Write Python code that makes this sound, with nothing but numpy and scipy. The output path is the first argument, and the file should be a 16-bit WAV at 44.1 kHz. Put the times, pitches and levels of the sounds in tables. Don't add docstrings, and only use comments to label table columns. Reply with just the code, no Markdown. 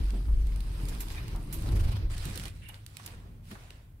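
import sys
import numpy as np
from scipy import signal
from scipy.fft import rfft, irfft, next_fast_len
from scipy.io import wavfile
from scipy.ndimage import uniform_filter1d

SR = 44100
rng = np.random.default_rng(int(sys.argv[2]) if len(sys.argv) > 2 else 0)


def wav_record(signal):
    frames = np.transpose(np.atleast_2d(signal))
    bounded = np.clip(frames, -1, 1)
    quanta = np.round(bounded * 32767).astype(np.int16)
    wavfile.write(sys.argv[1], SR, quanta)


N = 176400
T = np.arange(N) / SR
FFT_SIZE = next_fast_len(N + SR) // 2 * 2
HZ = np.maximum(np.arange(FFT_SIZE // 2 + 1) * SR / FFT_SIZE, 1)


def from_db(db):
    return 10 ** (np.asarray(db) / 20)


def unit_rms(x):
    return x / np.sqrt(np.mean(np.abs(x) ** 2) + 1e-20)


def pan(left_right_db):
    return from_db(np.array([[left_right_db], [-left_right_db]]) / 2)


def at_time(rows):
    return np.interp(T, *np.transpose(rows))


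def at_hz(rows, hz=HZ):
    row_hz, values = np.transpose(rows)
    return np.interp(np.log(hz), np.log(row_hz), values)


def response(spectrum, tilt_db_per_oct=0):
    low_cut = np.minimum(HZ / spectrum[0][0], 1) ** 3
    return unit_rms(from_db(at_hz(spectrum) + tilt_db_per_oct * np.log2(HZ)) * low_cut)


def resonance(hz, width_hz):
    detuning = (HZ ** 2 - hz ** 2) / (HZ * width_hz * np.sqrt(2))
    return unit_rms(1 / (1 + detuning ** 2))


def colour(x, gain):
    cepstrum = irfft(np.log(gain + gain.max() * 1e-5))
    cepstrum[1:FFT_SIZE // 2] *= 2
    cepstrum[FFT_SIZE // 2 + 1:] = 0
    return irfft(rfft(x, FFT_SIZE) * np.exp(rfft(cepstrum)))[..., :N]


def drift(knots_per_s):
    knots = rng.standard_normal(4000)
    return np.interp(T * knots_per_s, np.arange(len(knots)), knots)


def burst(start_s, decay_s, attack_s):
    age_s = np.maximum(T - start_s, 0)
    return np.minimum(age_s / attack_s, 1) * np.exp(-np.minimum(age_s / decay_s, 30))


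def stroke(start_s, attack_s, hold_s, release_s):
    fall_db = 20 * np.maximum(T - start_s - attack_s - hold_s, 0) / release_s
    return np.clip((T - start_s) / attack_s, 0, 1) * from_db(-fall_db)


# (frequency [Hz], left-right correlation [-1..1])
PORT_CORRELATION = [(35, .999), (80, .995), (170, .93), (330, .8), (650, .35), (1300, -.2), (2500, 0),
                    (16000, 0)]


def noise():
    correlation = np.clip(at_hz(PORT_CORRELATION), -.999, .9995)
    spectra = rfft(rng.standard_normal((2, N)), FFT_SIZE)
    mid, side = spectra * np.sqrt([(1 + correlation) / 2, (1 - correlation) / 2])
    return irfft([mid + side, mid - side])[:, :N]


def friction(slips_per_s, spread_db, grain_db):
    slipping = rng.random(N) < slips_per_s / SR
    slips = slipping * from_db(spread_db * np.minimum(rng.exponential(1, N), 4))
    power = signal.lfilter([1], [1, -.96], slips ** 2 + 1e-18)
    return unit_rms(noise() * np.sqrt(1 + from_db(grain_db) ** 2 * power / power.mean()))


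def hum(modes, level_db, window_s):
    body = sum(from_db(db) * resonance(hz, width_hz) for hz, width_hz, db in modes)
    ringing = colour(noise(), body)
    power = uniform_filter1d(np.mean(ringing ** 2, axis=0), int(window_s * SR))
    return from_db(level_db) * ringing / np.sqrt(power + 1e-9)


# (time [s], level [dB])
BOOM_LEVEL = [(0.0, -27), (0.04, -25), (0.26, -30.5), (0.31, -20.5), (0.78, -35), (0.83, -31), (1.31, -41),
              (1.35, -29), (1.45, -40), (1.67, -33), (1.73, -24.5), (1.89, -25), (1.98, -51), (2.05, -23.5),
              (2.08, -31.5), (3.02, -62), (3.16, -49), (4.0, -55)]
# (frequency [Hz], width [Hz], gain [dB])
BOOM_MODES = [(27.8, 8.5, 0.5), (45.1, 7.75, 7.5)]


def boom(trim_db=-0.5):
    return hum(BOOM_MODES, at_time(BOOM_LEVEL) + trim_db, window_s=0.0417)


# (time [s], level [dB])
RUMBLE_LEVEL = [(0.03, -38.5), (0.06, -55), (0.16, -38), (0.24, -47), (0.89, -48), (0.98, -40.5),
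                (1.01, -46.5), (1.27, -50), (1.4, -40), (1.43, -43.5), (1.66, -40.5), (2.17, -48.5),
                (2.2, -84), (2.26, -39), (2.78, -62.5), (3.32, -48.5), (3.47, -56.5), (3.53, -48.5),
                (3.59, -62), (3.95, -59.5)]
# (frequency [Hz], gain [dB])
RUMBLE_SPECTRUM = [(100, -16), (130, 5), (160, 3.5), (200, -0.5), (260, -6.5), (320, -13), (420, -18.5),
                   (600, -26.5), (1200, -48.5)]


def rumble(trim_db=-3):
    return from_db(at_time(RUMBLE_LEVEL) + trim_db) * colour(noise(), response(RUMBLE_SPECTRUM))


# (time [s], level [dB])
DRONE_LEVEL = [(0.03, -49), (0.79, -45.5), (0.82, -59), (1.18, -40), (1.2, -35), (1.49, -46), (1.66, -33),
               (1.71, -38), (1.75, -22), (1.78, -31), (2.02, -29), (2.05, -36.5), (2.97, -51), (3.11, -47),
               (3.88, -53.5), (3.95, -51.5)]
# (frequency [Hz], width [Hz], gain [dB])
DRONE_MODES = [(61.4, 15, 0), (95.6, 14.3, 4.5), (107, 32, -10)]


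def drone(trim_db=-1.5):
    return hum(DRONE_MODES, at_time(DRONE_LEVEL) + trim_db, window_s=0.0637)


# (time [s], level [dB])
PANEL_LEVEL = [(0, -55), (.7, -61), (.85, -50), (1.05, -57), (1.35, -55.5), (1.5, -54), (1.62, -50),
               (1.76, -43), (1.86, -55.5), (1.96, -65), (2.03, -49), (2.15, -66), (2.35, -58), (2.7, -72.5),
               (4, -92)]
# (frequency [Hz], width [Hz], gain [dB])
PANEL_MODES = [(290.7, 9.2, 2.5), (327, 17, 6), (398.7, 18, -1), (450, 7.3, -3.5), (529, 33, -5)]


def panels():
    return hum(PANEL_MODES, at_time(PANEL_LEVEL), window_s=0.095)


# (time [s], level [dB])
SCRAPE_LEVEL = [(0.02, -53.5), (0.15, -56.5), (0.27, -59.5), (0.28, -63), (0.35, -60.5), (0.96, -50),
                (1.0, -55.5), (1.01, -48.5), (1.07, -54.5), (1.11, -49), (1.34, -54.5), (1.35, -55),
                (1.47, -59.5), (1.54, -50.5), (1.57, -52.5), (1.79, -49.5), (1.96, -50), (2.09, -61.5)]
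HISS_LEVEL = [(0, -59), (.3, -63.5), (.55, -61.5), (.85, -57), (1.05, -56.5), (1.14, -56), (1.25, -62),
              (1.5, -61.5), (1.6, -54.5), (1.8, -54.5), (1.97, -61.5), (2.04, -72), (2.09, -70)]
# (frequency [Hz], gain [dB])
SCRAPE_SPECTRUM = [(350, 1), (500, -4.5), (700, -2), (950, 0), (1300, -1.5), (1800, -3.5), (2500, -3),
                   (3500, -6), (5000, -6), (6500, -17.5), (9000, -24.5), (12000, -20.5), (15500, -20.5)]
HISS_SPECTRUM = [(6000, -7), (7400, -6.5), (8400, 0.5), (10000, -3), (12000, -2.5), (13500, -17),
                 (16000, -21)]


def door_slide(judder_start_s=1.688, judder_end_s=1.99, judder_hz=25.3, stop_s=2.09, fade_db_per_s=50):
    juddering = (T > judder_start_s) * (T < judder_end_s)
    judder_db = 3.8 * np.cos(2 * np.pi * judder_hz * (T - judder_start_s)) * juddering
    flutter_db = drift(61.2)
    pressure_db = judder_db + flutter_db - fade_db_per_s * np.maximum(T - stop_s, 0)
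    scrape = friction(slips_per_s=990, spread_db=20, grain_db=-11)
    scrape *= from_db(at_time(SCRAPE_LEVEL) + pressure_db)
    hiss = friction(slips_per_s=350, spread_db=7, grain_db=-8.5)
    hiss *= from_db(at_time(HISS_LEVEL) + pressure_db)
    return colour(scrape, response(SCRAPE_SPECTRUM)) + pan(3.5) * colour(hiss, response(HISS_SPECTRUM))


# (frequency [Hz], gain [dB])
AIR_SPECTRUM = [(100, -0.5), (300, -22.5), (800, -29.5), (2000, -34), (6000, -52), (10000, -39),
                (16000, -37)]


def lobby_air(level_db=-61):
    return from_db(level_db) * colour(noise(), response(AIR_SPECTRUM))


# (time [s], level [dB], treble boost and bass cut [dB], left-right [dB])
TICKS = [(0.105, -45.5, -13, -1), (.47, -53.5, 8, -6), (0.56, -50, 9.5, -7), (0.605, -41, 1, -3),
         (.854, -45, 4.5, -12), (0.95, -43.5, 1, -7), (1.084, -39.5, -3, -1), (1.103, -39.5, -6, -4),
         (1.147, -50.5, -5, 13), (1.281, -39.5, 2, 1), (1.361, -49, 7.5, -7), (1.622, -43, 6, 0),
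         (1.689, -47.5, -8, 9), (1.762, -44, 5, 6), (2.1, -51, -5, 12), (2.18, -39, 3.5, -4),
         (2.254, -36.5, 8.5, -6), (2.358, -42.5, 6.5, -11), (2.3753, -31, 1.5, -7.5), (2.397, -32.5, -4, 0),
         (2.403, -42, -3, -3), (2.437, -38.5, 1, -7), (2.455, -34, -1, -3.5), (2.481, -41, 1, -5),
         (2.498, -51, -3, 1), (2.743, -46, -9, 3), (2.8638, -38, 2, -2.5), (2.969, -36, 1.5, -7),
         (3.076, -41, -8, 4), (3.514, -45.5, 3, 5), (3.705, -42.5, -5, -1.5)]
# (frequency [Hz], gain [dB])
TICK_SPECTRUM = [(400, -29), (1400, -2.5), (2600, 2.5), (4500, 1), (7000, -6.5), (9000, 1), (12000, -6),
                 (16000, -3.5)]


def ticks(crossover_hz=4800):
    snap, dull, bright = noise(), 0, 0
    for start_s, db, tilt_db, pan_db in TICKS:
        envelope = burst(start_s, decay_s=0.0019, attack_s=0.00046) * from_db(db) * pan(pan_db)
        dull += envelope * from_db(-tilt_db)
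        bright += envelope * from_db(tilt_db)
    lows = signal.lfilter(*signal.butter(2, crossover_hz, fs=SR), snap * dull)
    highs = signal.lfilter(*signal.butter(2, crossover_hz, "high", fs=SR), snap * bright)
    return colour(lows - highs, response(TICK_SPECTRUM))


# (time [s], level [dB], centre [Hz], decay [s])
KNOCKS = [(0.137, -41.5, 270, 0.028), (0.13, -54, 525, .04), (0.819, -56, 425, 0.057),
          (.28, -51, 910, 0.033), (0.89, -40.5, 204, 0.011), (1.346, -48, 760, 0.048),
          (1.386, -56, 140, 0.018), (1.63, -51, 625, 0.26), (1.68, -33, 106, 0.046),
          (.69, -34.5, 57, 0.073), (.83, -31.5, 59.5, 0.056), (3.25, -50.5, 126, 0.11),
          (2.26, -47.5, 180, 0.065), (2.69, -54, 800, 0.02), (2.996, -46.5, 1100, 0.0078),
          (3.5, -56, 260, 0.056), (3.511, -46, 1500, .012), (3.516, -45, 168, 0.024),
          (3.552, -44.5, 1060, 0.0083)]


def knocks(width_ratio=0.69):
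    shake, out = noise(), 0
    for start_s, db, hz, decay_s in KNOCKS:
        blow = shake * from_db(db) * burst(start_s, decay_s, attack_s=0.0015)
        out += colour(blow, resonance(hz, hz * width_ratio))
    return out


# (time [s], level [dB], chatter decay [s], ring gain [dB], focus [Hz])
CLINKS = [(.885, -38.5, 0.0093, -10, 9000), (1.003, -38, .014, 4, 10700), (1.117, -46.5, 0.014, -7, 11500),
          (1.526, -38.5, 0.019, 4.5, 11800), (2.686, -41.5, 0.0039, 5, 10500),
          (3.061, -35, 0.0047, 0.5, 10600)]
# (frequency [Hz], gain [dB])
METAL_MODES = [(3182, -3.5), (6616, -30), (7181, -2.5), (8150, -7), (8900, -16.5), (9820, -6),
               (10500, -7.5), (10980, -21), (11900, -2), (12570, -14), (13050, -18), (13840, -10),
               (14350, -14), (15100, -11)]
# (frequency [Hz], gain [dB])
CONTACT_SPECTRUM = [(400, -33), (1200, -3.5), (3000, 2.5), (5500, 1), (7500, 8), (11500, -3.5),
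                    (16000, -2.5)]


def clinks(focus_db_per_oct=11):
    chatter = friction(slips_per_s=3800, spread_db=-1, grain_db=10)
    body = sum(from_db(db) * resonance(hz, width_hz=250) for hz, db in METAL_MODES)
    ringing, contacts = 0, 0
    for start_s, db, decay_s, ring_db, focus_hz in CLINKS:
        hit = chatter * from_db(db) * burst(start_s, decay_s, attack_s=0.0013)
        focus = from_db(-focus_db_per_oct * np.abs(np.log2(HZ / focus_hz)))
        ringing += from_db(ring_db) * colour(hit, unit_rms(body * focus))
        contacts += hit
    return pan(4.5) * ringing + colour(contacts, response(CONTACT_SPECTRUM))


# (time [s], hold [s], pitch [Hz], level [dB], overtone gain [dB])
SQUEAKS = [(1.157, 0.026, 2440, -50, -30), (1.166, .01, 3700, -55.5, -32),
           (2.464, 0.0075, 2470, -53.5, -28), (2.615, 0.073, 2780, -57, -12),
           (2.688, 0.0058, 2880, -53.5, -13)]
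# (frequency [x pitch], width [x pitch], gain [dB])
SQUEAK_MODES = [(.62, 0.14, -10.5), (.8, .12, -8), (1, 0.056, -1), (1.3, 0.14, -15)]


def squeaks(overtone_ratio=3.38):
    rub, out = noise(), 0
    for start_s, hold_s, hz, db, overtone_db in SQUEAKS:
        body = sum(from_db(mode_db) * resonance(hz * ratio, hz * width)
                   for ratio, width, mode_db in SQUEAK_MODES)
        body += from_db(overtone_db) * resonance(hz * overtone_ratio, width_hz=350)
        envelope = from_db(db) * stroke(start_s, attack_s=0.0072, hold_s=hold_s, release_s=0.018)
        out += colour(rub * envelope, body)
    return out


# (time [s], attack [s], hold [s], release [s], level [dB])
RUSTLES = [(2.095, 0.014, 0.11, 0.17, -49), (2.214, 0.045, 0.17, 0.079, -48.5),
           (2.451, .004, 0.02, 0.043, -49), (2.51, 0.039, 0.21, 0.36, -63.5),
           (2.875, 0.0059, 0.056, 0.18, -64.5), (2.917, 0.12, 0.042, 0.18, -55)]
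# (frequency [Hz], gain [dB])
CLOTH_SPECTRUM = [(300, 3.5), (600, 0), (1200, 1), (2400, 1), (4200, -1), (6500, -6.5), (8500, -4),
                  (11000, -7.5), (14000, -19), (16000, -12.5)]


def clothes(flutter_db=1.1):
    envelope = sum(from_db(db) * stroke(*timing) for *timing, db in RUSTLES)
    rub = friction(slips_per_s=480, spread_db=0.5, grain_db=-3.5)
    flutter = from_db(flutter_db * drift(70))
    return pan(-0.5) * colour(rub * envelope * flutter, response(CLOTH_SPECTRUM))


# (time [s], attack [s], hold [s], release [s], level [dB], tilt [dB/octave])
SCUFFS = [(2.729, .004, 0.016, 0.13, -59, 1.5), (3.049, 0.0033, 0.012, 0.46, -55, -0.5),
          (3.421, 0.094, 0.015, 0.066, -56.5, 4), (3.503, .004, 0.02, 0.22, -59.5, 1),
          (3.559, 0.049, 0.15, 0.2, -61, 0.5)]
# (frequency [Hz], gain [dB])
SCUFF_SPECTRUM = [(250, 10), (600, 7.5), (1600, 4), (3000, 1.5), (6500, -9), (10500, -9), (16000, -23)]


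def scuffs():
    grit = friction(slips_per_s=360, spread_db=15, grain_db=-13)
    return sum(colour(grit * from_db(db) * stroke(*timing), response(SCUFF_SPECTRUM, tilt))
               for *timing, db, tilt in SCUFFS)


def shifting_contacts(rubbing, depth_db=2.2, shifts_per_s=45):
    spectrum, out = rfft(rubbing, FFT_SIZE), 0
    band_position = np.clip(6 * np.log2(HZ / 500), 0, 29)
    for index in range(30):
        weight = np.maximum(1 - np.abs(band_position - index), 0)
        band = irfft(spectrum * weight)[:, :N]
        out += band * from_db(depth_db * drift(shifts_per_s * rng.uniform(.7, 1.3)))
    return out


# (frequency [Hz], 60 dB decay time [s])
HALL_T60 = [(250, 0.32), (1000, 0.62), (3000, 0.25), (7000, 0.17), (14000, 0.24)]


def hall(x):
    age_s, tail = T[:SR], 0
    edges_hz = np.geomspace(150, 18000, 8)
    for low_hz, high_hz in zip(edges_hz, edges_hz[1:]):
        bandpass = signal.butter(2, [low_hz, high_hz], "band", fs=SR, output="sos")
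        band = signal.sosfilt(bandpass, rng.standard_normal((2, SR)))
        t60_s = at_hz(HALL_T60, np.sqrt(low_hz * high_hz))
        tail += band * from_db(-60 * age_s / t60_s)
    tail *= np.minimum(age_s / 0.0027, 1)
    return signal.fftconvolve(x, tail / np.linalg.norm(tail[0]), axes=1)[:, :N]


def scene():
    lows = boom() + rumble() + drone() + panels()
    rubbing = shifting_contacts(door_slide() + clothes() + scuffs())
    snaps, blows, squeals = ticks(), knocks() + clinks(), squeaks()
    reverb = hall(from_db(-10.5) * snaps + from_db(-11) * blows + from_db(-8) * squeals)
    return lows + rubbing + lobby_air() + snaps + blows + squeals + reverb


# (frequency [Hz], left-right [dB])
PORT_BALANCE = [(30, 0), (300, 0.5), (1000, 1), (2500, -3.5), (6000, -1), (7000, -8.5), (8200, -21),
                (9500, -13), (11500, -8.5), (14000, -7), (16000, 16)]


def record(dry, hiss_db=-77.5, cutoff_hz=15800):
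    left_ratio = from_db(at_hz(PORT_BALANCE))
    right_gain = np.sqrt(2 / (1 + left_ratio ** 2))
    heard = np.array([colour(dry[0], right_gain * left_ratio), colour(dry[1], right_gain)])
    heard += from_db(hiss_db) * rng.standard_normal((2, N))
    lowpass = signal.firwin(401, cutoff_hz, fs=SR, window="blackman")
    return signal.fftconvolve(heard, [lowpass], "same", axes=1)


dry = scene()
out = record(dry)
wav_record(out)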